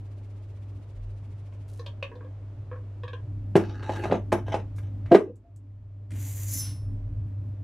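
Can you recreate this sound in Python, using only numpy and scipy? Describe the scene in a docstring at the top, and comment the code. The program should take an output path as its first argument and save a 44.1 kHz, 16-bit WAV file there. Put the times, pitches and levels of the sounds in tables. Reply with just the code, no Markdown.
"""A vibratory tumbler hums on a workshop bench, close to the microphone, with light ticks and a small swish.
A wing nut is flicked loose, spins on its rod and clatters; the plastic lid is pulled off with a hollow knock.
Then a perforated steel tube is drawn out of gritty media, which pours through its holes and sets it ringing.
Blows and grains drive damped resonances, rubbing is dense random chatter, the motor is sines and coloured
noise, and a short room tail surrounds the handling."""
import sys
import numpy as np
from scipy import signal
from scipy.fft import rfft, irfft, next_fast_len
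from scipy.io import wavfile
from scipy.ndimage import uniform_filter1d

SR = 44100
rng = np.random.default_rng(int(sys.argv[2]) if len(sys.argv) > 2 else 0)


def generate_wav(signal):
    """Clip the signal to [-1, 1] and save it as 16-bit WAV at the path in sys.argv[1]."""
    frames = np.transpose(np.atleast_2d(signal))
    scaled = np.clip(frames, -1, 1) * 32767
    pcm = np.round(scaled).astype(np.int16)
    wavfile.write(sys.argv[1], SR, pcm)


N = 336483
TIME = np.arange(N) / SR

# plastic lid on its bowl, well damped; also rubbed below: centre_hz, width_hz, level_db
LID_MODES = [(198, 16, -8), (330, 20, -6.5), (490, 30, -8), (672, 42, 0), (862, 45, 0), (1080, 90, -25),
             (1300, 80, -12), (1620, 70, -7), (1950, 110, -12), (2230, 110, -12), (2580, 140, -12),
             (3000, 150, -15), (3790, 200, -19), (5350, 240, -25), (6280, 280, -26)]
# knocks of nut, fingers and lid: the nut is flicked loose, runs off the thread and topples, is grabbed and
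# picked up; the lid is gripped and pulled off. start_s, strongest_mode_hz, click_hz, level_db (relative),
# brightness_db_per_octave, hard_snap_db (relative)
KNOCKS = [ (3.554, 207, 385, -11, -2, -38), (3.562, 304, 392, -19.5, 2, -33),
          (3.828, 840, 2860, -40, 3, -72), (3.893, 356, 775, -25.5, -0.5, -61),
          (3.961, 856, 1650, -41, 2.5, -50), (4.038, 380, 1650, -27.5, 0.5, -63),
          (4.054, 430, 704, -27, -0.5, -61), (4.098, 190, 900, -31, -3, -60),
          (4.112, 657, 1900, -23, -1, -71), (4.122, 706, 760, -17, -2.5, -72),
          (4.14, 685, 850, -27.5, -2.5, -84), (4.152, 203, 650, -32, 0, -58),
          (4.32, 800, 1580, -23, 2, -40), (4.325, 355, 855, -17, 0, -30.5),
          (4.481, 814, 860, -35, 0.5, -61.5), (4.518, 814, 860, -40, 2, -59),
          (4.526, 670, 2600, -36, 1, -58.5), (4.541, 787, 790, -21, 1, -62),
          (4.554, 500, 550, -30.5, -0.5, -73), (4.783, 202, 2000, -48.5, 2.5, -52),
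          (5.059, 497, 1700, -49.5, 3.5, -80.5), (5.116, 200, 331, -14, -1, -64.5),
          (5.127, 329, 655, -18.5, -1.5, -63), (5.146, 442, 700, -14.5, 1, -52.5),
          (5.151, 433, 430, -14, -1, -43.5)]
# edges of the four bands in which a knock is levelled: edge_hz
KNOCK_BAND_EDGES = [140, 450, 1200, 4500, 10000]
# balance shared by all knocks, from the low to the top band: level_db
KNOCK_BALANCE = [-1.5, -4, -11.5, -29.5]
# crowd of small lid and bowl modes: freq_hz, level_db (per Hz)
LID_BODY_SPECTRUM = [(250, 5.5), (520, 11), (820, 9), (2000, -10), (4000, -28)]
# crack of plastic: freq_hz, level_db (per Hz)
CRACK_SPECTRUM = [(500, 1), (2500, 7), (6000, -9), (10000, -27), (15000, -34.5)]
# hard edges meeting: freq_hz, level_db (per Hz)
SNAP_SPECTRUM = [(3000, -20.5), (6000, 0), (9000, 3.5), (12000, -3.5), (15000, -14)]
PIVOT_HZ = 695   # brightness tilts a blow's spectrum about this point


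def knocks(main_db=10.5, main_width=69, thud_hz=633, thud_width=240, thud_db=26.5,
           click_damping=0.26, click_db=13, focus_db=7.0, crack_db=1.5, crack_t60=0.039,
           crack_rise=0.0039, snap_t60=0.039, detune=0.033, body_db=2.5, body_t60=0.15):
    """A contact gives a thud, a click, the lid's ring and a crack, strongest near its click; hard edges snap."""
    out, t = np.zeros(N + SR), np.arange(SR // 3) / SR
    attack = SR // 100   # samples: each band is levelled on its first 10 ms
    crack_onset = 1 - np.exp(-t / crack_rise)
    for s, main_hz, click_hz, level_db, brightness, snap_db in KNOCKS:
        hit = struck(t, thud_hz, thud_width, thud_db)
        hit += struck(t, click_hz, click_damping * click_hz, click_db)
        hit += struck(t, main_hz, main_width, main_db)
        for hz, width, db in LID_MODES:
            hit += mode_group(t, hz, width, db, detune, count=3)   # each spot wakes slightly different modes
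        body = coloured(rng.standard_normal(len(t)), LID_BODY_SPECTRUM)
        hit += from_db(body_db - 60 * t / body_t60) * body
        hit *= 1 - np.exp(-t / 0.0014)   # plastic gives a little under the blow
        contact = rng.standard_normal(len(t))
        crack = coloured(contact, CRACK_SPECTRUM)
        hit += from_db(crack_db - 60 * t / crack_t60) * crack_onset * crack
        snap = rms_one(coloured(contact, SNAP_SPECTRUM))
        knock = from_db(snap_db - 60 * t / snap_t60) * crack_onset * snap
        for low, high, db in zip(KNOCK_BAND_EDGES, KNOCK_BAND_EDGES[1:], KNOCK_BALANCE):
            part, centre = band(hit, low, high), np.sqrt(low * high)
            tilt_db = brightness * np.log2(centre / PIVOT_HZ)
            near_click_db = focus_db * np.exp(-2 * np.log2(centre / click_hz) ** 2)
            gain = from_db(level_db + db + tilt_db + near_click_db)
            knock += gain * part / np.std(part[:attack])
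        start = int(s * SR)
        out[start:start + len(t)] += knock
    return out[:N]


# the wing nut whirls up the thread, then wobbles at its end:
# start_s, length_s, rattle_db (relative), hiss_db (relative)
SPINS = [(3.56, 0.33, -42.5, -79), (3.89, 0.19, -39, -65.5)]
# nut and rod: centre_hz, width_hz, level_db
ROD_MODES = [(338, 68, 2), (860, 42, 2), (1230, 150, -10.5), (1653, 96, -4), (2070, 240, -20),
             (2580, 140, -13), (2940, 200, -16), (3840, 110, -17), (4410, 170, -20.5), (5700, 900, -28)]


def nut_spin():
    """The thread's chatter rattles nut and rod as the wing nut whirls."""
    return friction(SPINS, ROD_MODES, uneven_db=1.6, catch_db=-2, shift_db=3.0)


# fingers and parts drag on the lid: start_s, length_s, rattle_db (relative), hiss_db (relative)
RUBS = [(3.556, 0.017, -29.5, -53), (4.118, 0.017, -39, -80), (4.32, 0.02, -34.5, -70),
        (4.46, 0.081, -49.5, -75), (4.52, 0.014, -30, -80), (4.755, 0.02, -66.5, -60.5),
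        (4.83, 0.04, -60.5, -88), (5.055, 0.082, -52, -81), (5.14, 0.044, -40.5, -69)]


def lid_rubbing():
    """Dragging fingers and parts excite the damped modes of the lid."""
    return friction(RUBS, LID_MODES, uneven_db=2.5, catch_db=-8.5, shift_db=3.5)


# hiss at the rubbing contact: freq_hz, level_db (per Hz)
CONTACT_HISS = [(2000, -15.5), (4500, 13.5), (8500, 13.5), (12000, 9.5), (15000, -2.5)]
RUB_ATTACK_S, RUB_RELEASE_DB_PER_S = 0.0027, 328


def friction(rows, modes, uneven_db, catch_db, shift_db):
    """Dense chatter with sparse catches rattles a body's modes in shifting balance and hisses at the contact."""
    rattle, hiss = 0, 0
    for s, length, rattle_db, hiss_db in rows:
        contact = stroke(s, length, RUB_ATTACK_S, RUB_RELEASE_DB_PER_S)
        rattle = rattle + from_db(rattle_db) * contact
        hiss = hiss + from_db(hiss_db) * contact
    catches = grains(per_s=90, spread_db=1.5)
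    unevenness = from_db(uneven_db * (drift(70) + drift(20)))
    chatter = grains(per_s=2200, spread_db=3.5) * unevenness + from_db(catch_db) * catches
    body = 0
    for k, mode in enumerate(modes):
        body = body + (-1) ** k * from_db(shift_db * drift(25)) * resonate(chatter, [mode])
    rattling = rattle * rms_one(band(body, 180, 8200))
    return rattling + hiss * rms_one(coloured(chatter, CONTACT_HISS))


# the lid's rim slips off the bowl with a short groan: time_s, slips_per_s, level_db
RIM_GROAN = [(5.112, 172, -25.5), (5.121, 170, -17), (5.136, 168, -14.5), (5.18, 172, -44)]
# partials of the groan: multiple, level_db
GROAN_PARTIALS = [(2, -1.5), (3, -4), (4, -0.5)]
# air in the bowl as the lid opens: time_s, pitch_hz, level_db
BOWL_AIR = [(5.142, 412.6, -33), (5.151, 428, -8), (5.168, 414, -29.5), (5.25, 408.5, -36),
            (5.305, 431, -44), (5.38, 440, -75)]
# the freed lid rings faintly: time_s, pitch_hz, level_db
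LID_RING = [(5.44, 680, -74), (5.452, 680, -60), (5.53, 675, -72)]
# faint high ticks as the lid clears the rod: start_s, level_db
ROD_TICKS = [(5.357, -69.5), (5.561, -64)]


def lid_lifting(tick_hz=7600, tick_width=1500, tick_t60=0.1):
    """The rim groans free, the bowl's air booms through the widening gap; the lid rings and grazes the rod."""
    groan = rough_tone(RIM_GROAN, rough_db=1.5, partials=GROAN_PARTIALS)
    boom = rough_tone(BOWL_AIR, rough_db=3.5, waver=.08)
    ring = rough_tone(LID_RING, rough_db=0.8)
    grazes = 0
    for s, level_db in ROD_TICKS:
        grazes = grazes + (TIME > s) * from_db(level_db - 60 * np.abs(TIME - s) / tick_t60)
    rod = rms_one(resonate(rng.standard_normal(N), [(tick_hz, tick_width, 0)]))
    return groan + boom + ring + grazes * rod


def rough_tone(rows, rough_db, waver=0.0151, partials=((1, 0),)):
    """A resonance or a run of slips kept sounding by uneven contact."""
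    s, hz, db = np.transpose(rows)
    hz, db = np.interp(TIME, s, hz), np.interp(TIME, s, db)
    sounding = (TIME > s[0]) & (TIME < s[-1])
    phase = 2 * np.pi * np.cumsum(hz * (1 + waver * drift(110))) / SR
    level = from_db(db + rough_db * drift(110)) * np.sqrt(2)
    return sounding * level * sum(from_db(part_db) * np.sin(round(k) * phase) for k, part_db in partials)


# grit shifting around the tube: freq_hz, level_db (per Hz)
GRIT_SPECTRUM = [(400, -5), (1200, -6), (2100, 2), (3000, -4.5), (5000, -11.5), (9000, -6), (15000, -26.5)]
# grains landing on the heap: freq_hz, level_db (per Hz)
LANDING_SPECTRUM = [(400, -11), (1200, -2.5), (2500, -3.5), (4500, 2), (7000, -7), (10000, -4.5),
                    (15000, -17.5)]
# tube damped by the media: centre_hz, width_hz, level_db
BURIED_MODES = [(2050, 230, -12.5), (4300, 1800, -15), (6070, 110, 1.5), (6700, 280, 2.5), (7300, 390, 1.5),
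                (7700, 200, -0.5), (8200, 250, -4), (8900, 230, -9), (9860, 410, -3), (10830, 250, -3),
                (12200, 980, -2), (12900, 250, -10.5), (13400, 300, -4.5), (13900, 260, -9),
                (14600, 350, -14)]
# the tube is pulled up, its holes clear the surface, it runs empty; the grains land a moment later
PULL_S, CLEAR_S, EMPTY_S, POUR_S, FALL_S = 6.105, 6.46, 6.595, 0.12, 0.085
POUR_ATTACK_S, POUR_RELEASE_DB_PER_S = 0.012, 268


def tube(grit_db=-57, landing_db=-49, scrape_db=-45, pour_db=-39.0, ring_db=-36, surge_db=1.3):
    """Grit scrapes the rising tube in small surges; falling grains then make it ring and land on the heap."""
    pull = stroke(PULL_S, EMPTY_S - PULL_S, attack_s=0.002, release_db_per_s=103.5)
    bared = stroke(PULL_S, CLEAR_S - PULL_S, attack_s=0.087, release_db_per_s=61.5) ** 2
    pour = stroke(CLEAR_S, POUR_S, attack_s=0.041, release_db_per_s=POUR_RELEASE_DB_PER_S)
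    landing = stroke(CLEAR_S + FALL_S, POUR_S, attack_s=0.05, release_db_per_s=170.5)
    surge = from_db(surge_db * drift(60))
    grit = rms_one(coloured(surge * grains(per_s=1300, spread_db=1.0), GRIT_SPECTRUM))
    shifting = from_db(grit_db) * pull * grit
    heap = rms_one(coloured(grains(per_s=2200, spread_db=1.0), LANDING_SPECTRUM))
    heap = from_db(landing_db) * landing * heap
    contacts = grains(per_s=3500, spread_db=3.0)
    drive = np.hypot(from_db(scrape_db) * bared, from_db(pour_db) * np.hypot(pour, clink()))
    damped = drive * rms_one(resonate(surge * contacts, BURIED_MODES))
    ringing = from_db(ring_db) * tube_ring()
    return room(shifting + heap + damped, wet_db=-6.0) + room(ringing, wet_db=-9.5)


# tube hanging free: centre_hz, width_hz, level_db
FREE_MODES = [(5331, 5, -2.5), (6007, 7.5, -4.5), (6098, 26, -4), (6860, 25, -12), (7434, 22, -9),
              (7620, 30, -14), (9781, 4, -12), (10793, 7, 3), (10910, 12, -10), (11970, 35, -7),
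              (12510, 26, -9.5)]
FILL_SHARPENS, DRAIN_S = 0.008, 0.14   # modes start sharp by this share and sink as the tube drains
MEDIA_DAMPING_HZ = 218   # extra width of every mode while the tube is full


def tube_ring(flicker_db=2.5):
    """Draining modes swell, narrow and sink, storing and leaking the grains' energy; blows jolt level and phase."""
    out, fill = 0, np.clip((EMPTY_S - TIME) / DRAIN_S, 0, 1) ** 2
    pour = stroke(CLEAR_S, EMPTY_S - CLEAR_S, POUR_ATTACK_S, POUR_RELEASE_DB_PER_S)
    blows = pour ** 2 + clink() ** 2
    for hz, width, db in FREE_MODES:
        choke = 1 + MEDIA_DAMPING_HZ * fill / width
        power, leak = blows / choke, 2 * np.pi * width / SR
        energy = signal.lfilter([leak], [1, leak - 1], power + 1e-18)
        fresh = np.minimum(power / energy, 1)   # share of the energy that has just arrived
        jolts = np.sqrt(leak * choke * fresh) * rng.standard_normal(N)
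        turn = 2 * np.pi * hz * (1 + FILL_SHARPENS * fill) / SR
        level = np.sqrt(energy) * from_db(db + flicker_db * fresh * drift(50))
        out = out + level * np.sin(np.cumsum(turn + jolts))
    return out


CLINK_AT_S, CLINK_T60, CLINK_DB = 6.537, 0.05, 7.5   # start s, decay s, dB over the pour


def clink():
    """Gain of the one harder blow on the draining tube."""
    return (TIME > CLINK_AT_S) * from_db(CLINK_DB - 60 * np.abs(TIME - CLINK_AT_S) / CLINK_T60)


# light ticks of the shaking bowl:
# start_s, lowest_mode_hz, ring_db, ring_brightness_db_per_octave, snap_hz, snap_db
TICKS = [(1.524, 560, -55, -4, 2410, -56.5), (1.794, 475, -36, -5, 4260, -46.5),
         (1.862, 566, -39, -7, 3100, -35), (2.026, 551, -26.5, -6.5, 2500, -28.5),
         (2.115, 440, -38.5, -5, 1700, -54), (2.154, 494, -40, -9.5, 3570, -57),
         (2.208, 436, -42.5, -3.5, 1500, -54), (2.246, 520, -42, -8.5, 3140, -63.5),
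         (2.714, 488, -35.5, -3.5, 1200, -48), (2.728, 504, -40, -4, 1200, -48),
         (2.759, 501, -42, -4.5, 1600, -53), (3.034, 484, -34.5, -3, 3240, -45),
         (3.079, 516, -43, 3.5, 3560, -48), (3.132, 480, -36, -0.5, 2980, -44)]
# the bowl's higher modes: centre_hz, width_hz, level_db
BOWL_MODES = [(1060, 28, -1), (1660, 42, -1.5), (2450, 70, -7), (3250, 90, -12)]
TICK_SNAP_DAMPING, TICK_DETUNE = 0.36, 0.045   # shares of the snap's and the mode's frequency


def ticks(low_width=22, snap_t60=0.037, snap_rise=0.00091, ring_rise=0.0013):
    """Each tick is a short pitched snap together with the ring of the bowl's modes."""
    out, t = np.zeros(N + SR), np.arange(SR // 3) / SR
    for s, low_hz, ring_db, brightness, snap_hz, snap_db in TICKS:
        ring = struck(t, low_hz, low_width, ring_db)
        for hz, width, db in BOWL_MODES:
            mode_db = ring_db + db + brightness * np.log2(hz / low_hz)
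            ring += mode_group(t, hz, width, mode_db, TICK_DETUNE, count=6)
        contact = [(snap_hz, TICK_SNAP_DAMPING * snap_hz, 0)]
        snap = rms_one(resonate(resonate(rng.standard_normal(len(t)), contact), contact))
        snap *= from_db(snap_db - 60 * t / snap_t60) * (1 - np.exp(-t / snap_rise))
        start = int(s * SR)
        out[start:start + len(t)] += ring * (1 - np.exp(-t / ring_rise)) + snap
    return out[:N]


# swish of the circling pupil: freq_hz, level_db (per Hz)
SWISH_SPECTRUM = [(800, -32), (2200, 8), (5000, -1), (10500, -8), (13000, -19)]
SWISH_PER_S, SWISH_SLOWING_PER_S2 = 16.45, 2.0
SWISH_DB, SETTLE_AT_S, SETTLE_S, SETTLE_DB = -77, 1.678, 0.096, -63.5


def swish(depth_db=7.5, skip_db=-2):
    """A stick-on eye's loose pupil circles its capsule, swishing once a turn, slows and skips to rest."""
    turns = np.cumsum(SWISH_PER_S - SWISH_SLOWING_PER_S2 * TIME) / SR
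    circling = from_db(SWISH_DB + depth_db * np.cos(2 * np.pi * turns)) * (TIME < SETTLE_AT_S)
    settling = from_db(SETTLE_DB) * stroke(SETTLE_AT_S, SETTLE_S, attack_s=0.0015, release_db_per_s=253)
    skips = grains(per_s=130, spread_db=1.5)
    slide = band(from_db(skip_db) * skips + from_db(-6) * rng.standard_normal(N), 2000, 11200)
    brushing = rms_one(coloured(stereo_noise(N), SWISH_SPECTRUM))
    return circling * brushing + room(settling * slide, wet_db=-3)


# hum partials: multiple, level_db (relative)
HUM_PARTIALS = [(1, 4), (3, -40), (6, -33.5)]
# the hum dips briefly: centre_s, half_width_s, depth_db
HUM_DIPS = [(0.89, 0.08, 4), (2.13, 0.056, 8.5), (5.179, 0.038, 10.5), (5.44, 0.066, 12.5),
            (6.78, 0.034, 7)]
# the bowl rocks harder on its springs: start_s, length_s, level_db
ROCKING_SWELLS = [(0.935, 0.13, -37), (3.3, 0.12, -43), (6.8, 0.36, -38)]
# bowl drone: freq_hz, level_db (per Hz, relative)
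DRONE_SPECTRUM = [(20, -29), (38, -27), (60, -1), (115, 6), (140, -5), (190, -11.5), (230, -11.5),
                  (290, -4.5), (340, -20.5), (450, -54), (800, -65)]
# airy rush: freq_hz, level_db (per Hz, relative)
RUSH_SPECTRUM = [(200, -11), (380, 5), (500, -1), (590, 2.5), (700, -4), (1150, -10), (1500, -14.5),
                 (2600, -20), (4000, -27), (7000, -34), (11000, -42), (15000, -59.5)]
HUM_HZ = 99.8


def motor(waver=0.0019, flutter_db=0.5, rocking_hz=46, rocking_wander=0.15, rocking_sway_db=-1.0):
    """Magnetic hum at twice the mains rate, the bowl's slow rocking, and the drone and rush of running noise."""
    hum_db, drone_db, rush_db, rocking_db = machine_levels()
    dips_db = sum(depth * np.exp(-((TIME - s) / width) ** 2) for s, width, depth in HUM_DIPS)
    phase = 2 * np.pi * np.cumsum(HUM_HZ * (1 + waver * drift(5.2))) / SR
    hum = rms_one(sum(from_db(db) * np.sin(round(k) * phase) for k, db in HUM_PARTIALS))
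    hum *= from_db(hum_db - dips_db + flutter_db * drift(14))
    rocking_phase = 2 * np.pi * np.cumsum(rocking_hz * (1 + rocking_wander * drift(4.9))) / SR
    rocking = np.sqrt(2) * np.sin(rocking_phase)
    swells = 0
    for s, length, db in ROCKING_SWELLS:
        swells = swells + from_db(db) * stroke(s, length, attack_s=0.039, release_db_per_s=111)
    rocking *= np.hypot(from_db(rocking_db + rocking_sway_db * drift(7.6)), swells)
    rumble = rms_one(coloured(stereo_noise(N), DRONE_SPECTRUM))
    upper = coloured(rumble, [(130, -40), (170, 0)])   # the two halves of the drone waver separately
    drone = from_db(drone_db + 3.2 * drift(12)) * (rumble - upper)
    drone = drone + from_db(drone_db + 2.7 * drift(14)) * upper
    rush = from_db(rush_db) * rms_one(coloured(stereo_noise(N), RUSH_SPECTRUM))
    return hum + rocking + drone + rush


# the machine's level in four stretches; the third begins as the lid comes off:
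# start_s, hum_db, drone_db, rush_db, rocking_db, common_rise_db_per_s
MACHINE_STRETCHES = [(0.0, -38.4, -50.3, -59.3, -54, 0.2), (3.29, -34.4, -42.5, -60, -49, 0.6),
                     (5.15, -46.5, -60.5, -72.5, -62, 6.5), (6.105, -32.3, -41, -59.5, -52, -1.3)]
STRETCH_BLEND_S = 0.025


def machine_levels():
    """Levels in dB of hum, drone, rush and rocking, blended from stretch to stretch."""
    rows = np.array(MACHINE_STRETCHES)
    start, *levels, rise = rows[np.searchsorted(rows[1:, 0], TIME)].T
    return [uniform_filter1d(db + rise * (TIME - start), int(STRETCH_BLEND_S * SR)) for db in levels]


# decay time of the workshop: freq_hz, t60_s
ROOM_T60 = [(150, 0.48), (450, 0.2), (1500, 0.19), (5000, 0.14), (13000, 0.2)]


def room(x, wet_db):
    """Direct sound plus the workshop's diffuse tail, thin in the bass and decaying at a rate set by frequency."""
    t, edges = np.arange(SR // 2) / SR, np.geomspace(200, 18000, 9)
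    noise = stereo_noise(len(t))
    tail = 0
    for low, high in zip(edges, edges[1:]):
        t60 = at_hz(ROOM_T60, np.sqrt(low * high))
        tail = tail + band(noise, low, high) * from_db(-60 * t / t60)
    tail = rms_one(tail * (t > .003)) / np.sqrt(len(t))
    return x + from_db(wet_db) * signal.fftconvolve(x[None], tail, axes=1)[:, :N]


# stereo width: freq_hz, side_to_mid_db
WIDTH = [(60, -41.5), (250, -11), (600, -9.5), (1400, -5), (3000, -4.5), (6000, -1.5), (12000, 2.5)]


def stereo_noise(size):
    """White noise, alike in both ears in the bass and wider in the treble."""
    mid, side = rng.standard_normal((2, size))
    return mid + coloured(side, WIDTH) * [[1], [-1]]


def struck(t, hz, width, db):
    """One struck mode dying away."""
    return from_db(db) * np.sin(2 * np.pi * hz * t) * np.exp(-np.pi * width * t)


def mode_group(t, hz, width, db, spread, count):
    """Several close modes struck together; they beat and blur into one broad resonance."""
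    shifts, signs = rng.standard_normal(count), rng.choice([-1, 1], count)
    group = sum(sign * struck(t, hz * (1 + spread * shift), width, db) for shift, sign in zip(shifts, signs))
    return rms_one(group) * np.std(struck(t, hz, width, db))


def resonate(x, modes):
    """Parallel resonances of alternating sign, each with its dB on top."""
    out = 0
    for k, (hz, width, db) in enumerate(modes):
        r = np.exp(-np.pi * width / SR)
        zeros = np.array([1, 0, -1]) * (1 - r * r) / 2
        poles = [1, -2 * r * np.cos(2 * np.pi * hz / SR), r * r]
        out = out + (-1) ** k * from_db(db) * signal.lfilter(zeros, poles, x + 1e-18)
    return out


def grains(per_s, spread_db):
    """Random tiny collisions of uneven size; rms 1."""
    sizes = from_db(spread_db * np.minimum(rng.exponential(1, N), 4)) * rng.choice([-1, 1], N)
    return rms_one(sizes * (rng.random(N) < per_s / SR))


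def stroke(start, length, attack_s, release_db_per_s):
    """Gain that rises, holds and dies away."""
    t = np.maximum(TIME - start, 0)
    return (1 - np.exp(-t / attack_s)) * from_db(-release_db_per_s * np.maximum(t - length, 0))


def drift(rate):
    """Random wander of rms 1 with `rate` knots per second."""
    knots = rng.standard_normal(int(rate * N / SR) + 2)
    return rms_one(np.interp(TIME * rate, np.arange(len(knots)), knots))


def coloured(x, spectrum):
    """Give a signal a smooth spectrum."""
    size = next_fast_len(x.shape[-1])
    gain = from_db(at_hz(spectrum, np.fft.rfftfreq(size, 1 / SR)))
    return irfft(rfft(x, size) * gain, size)[..., :x.shape[-1]]


def at_hz(points, hz):
    """Read a spectrum on a log-frequency axis."""
    f, value = np.transpose(points)
    return np.interp(np.log(np.maximum(hz, 1)), np.log(f), value)


def band(x, low, high):
    """Steep causal band-pass."""
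    return signal.sosfilt(signal.butter(3, [low, high], "band", fs=SR, output="sos"), x)


def from_db(db):
    """Decibels to gain."""
    return 10 ** (np.asarray(db) / 20)


def rms_one(x):
    """Scale to rms 1."""
    return x / np.sqrt(np.mean(x ** 2) + 1e-20)


def scene():
    """Everything stands close to the microphone in one small room."""
    handling = from_db(-3.0) * (knocks() + nut_spin() + lid_rubbing())
    foreground = room(handling, wet_db=-4.5) + lid_lifting() + tube()
    return foreground + room(ticks(), wet_db=1.0) + swish() + motor()


CUTOFF_HZ = 15600


def record(dry):
    """Peaks stop at full scale, then the top is cut."""
    low_pass = signal.ellip(10, .1, 80, CUTOFF_HZ, fs=SR, output="sos")
    return signal.sosfilt(low_pass, np.clip(dry, -1, 1))


dry = scene()
out = record(dry)
generate_wav(out)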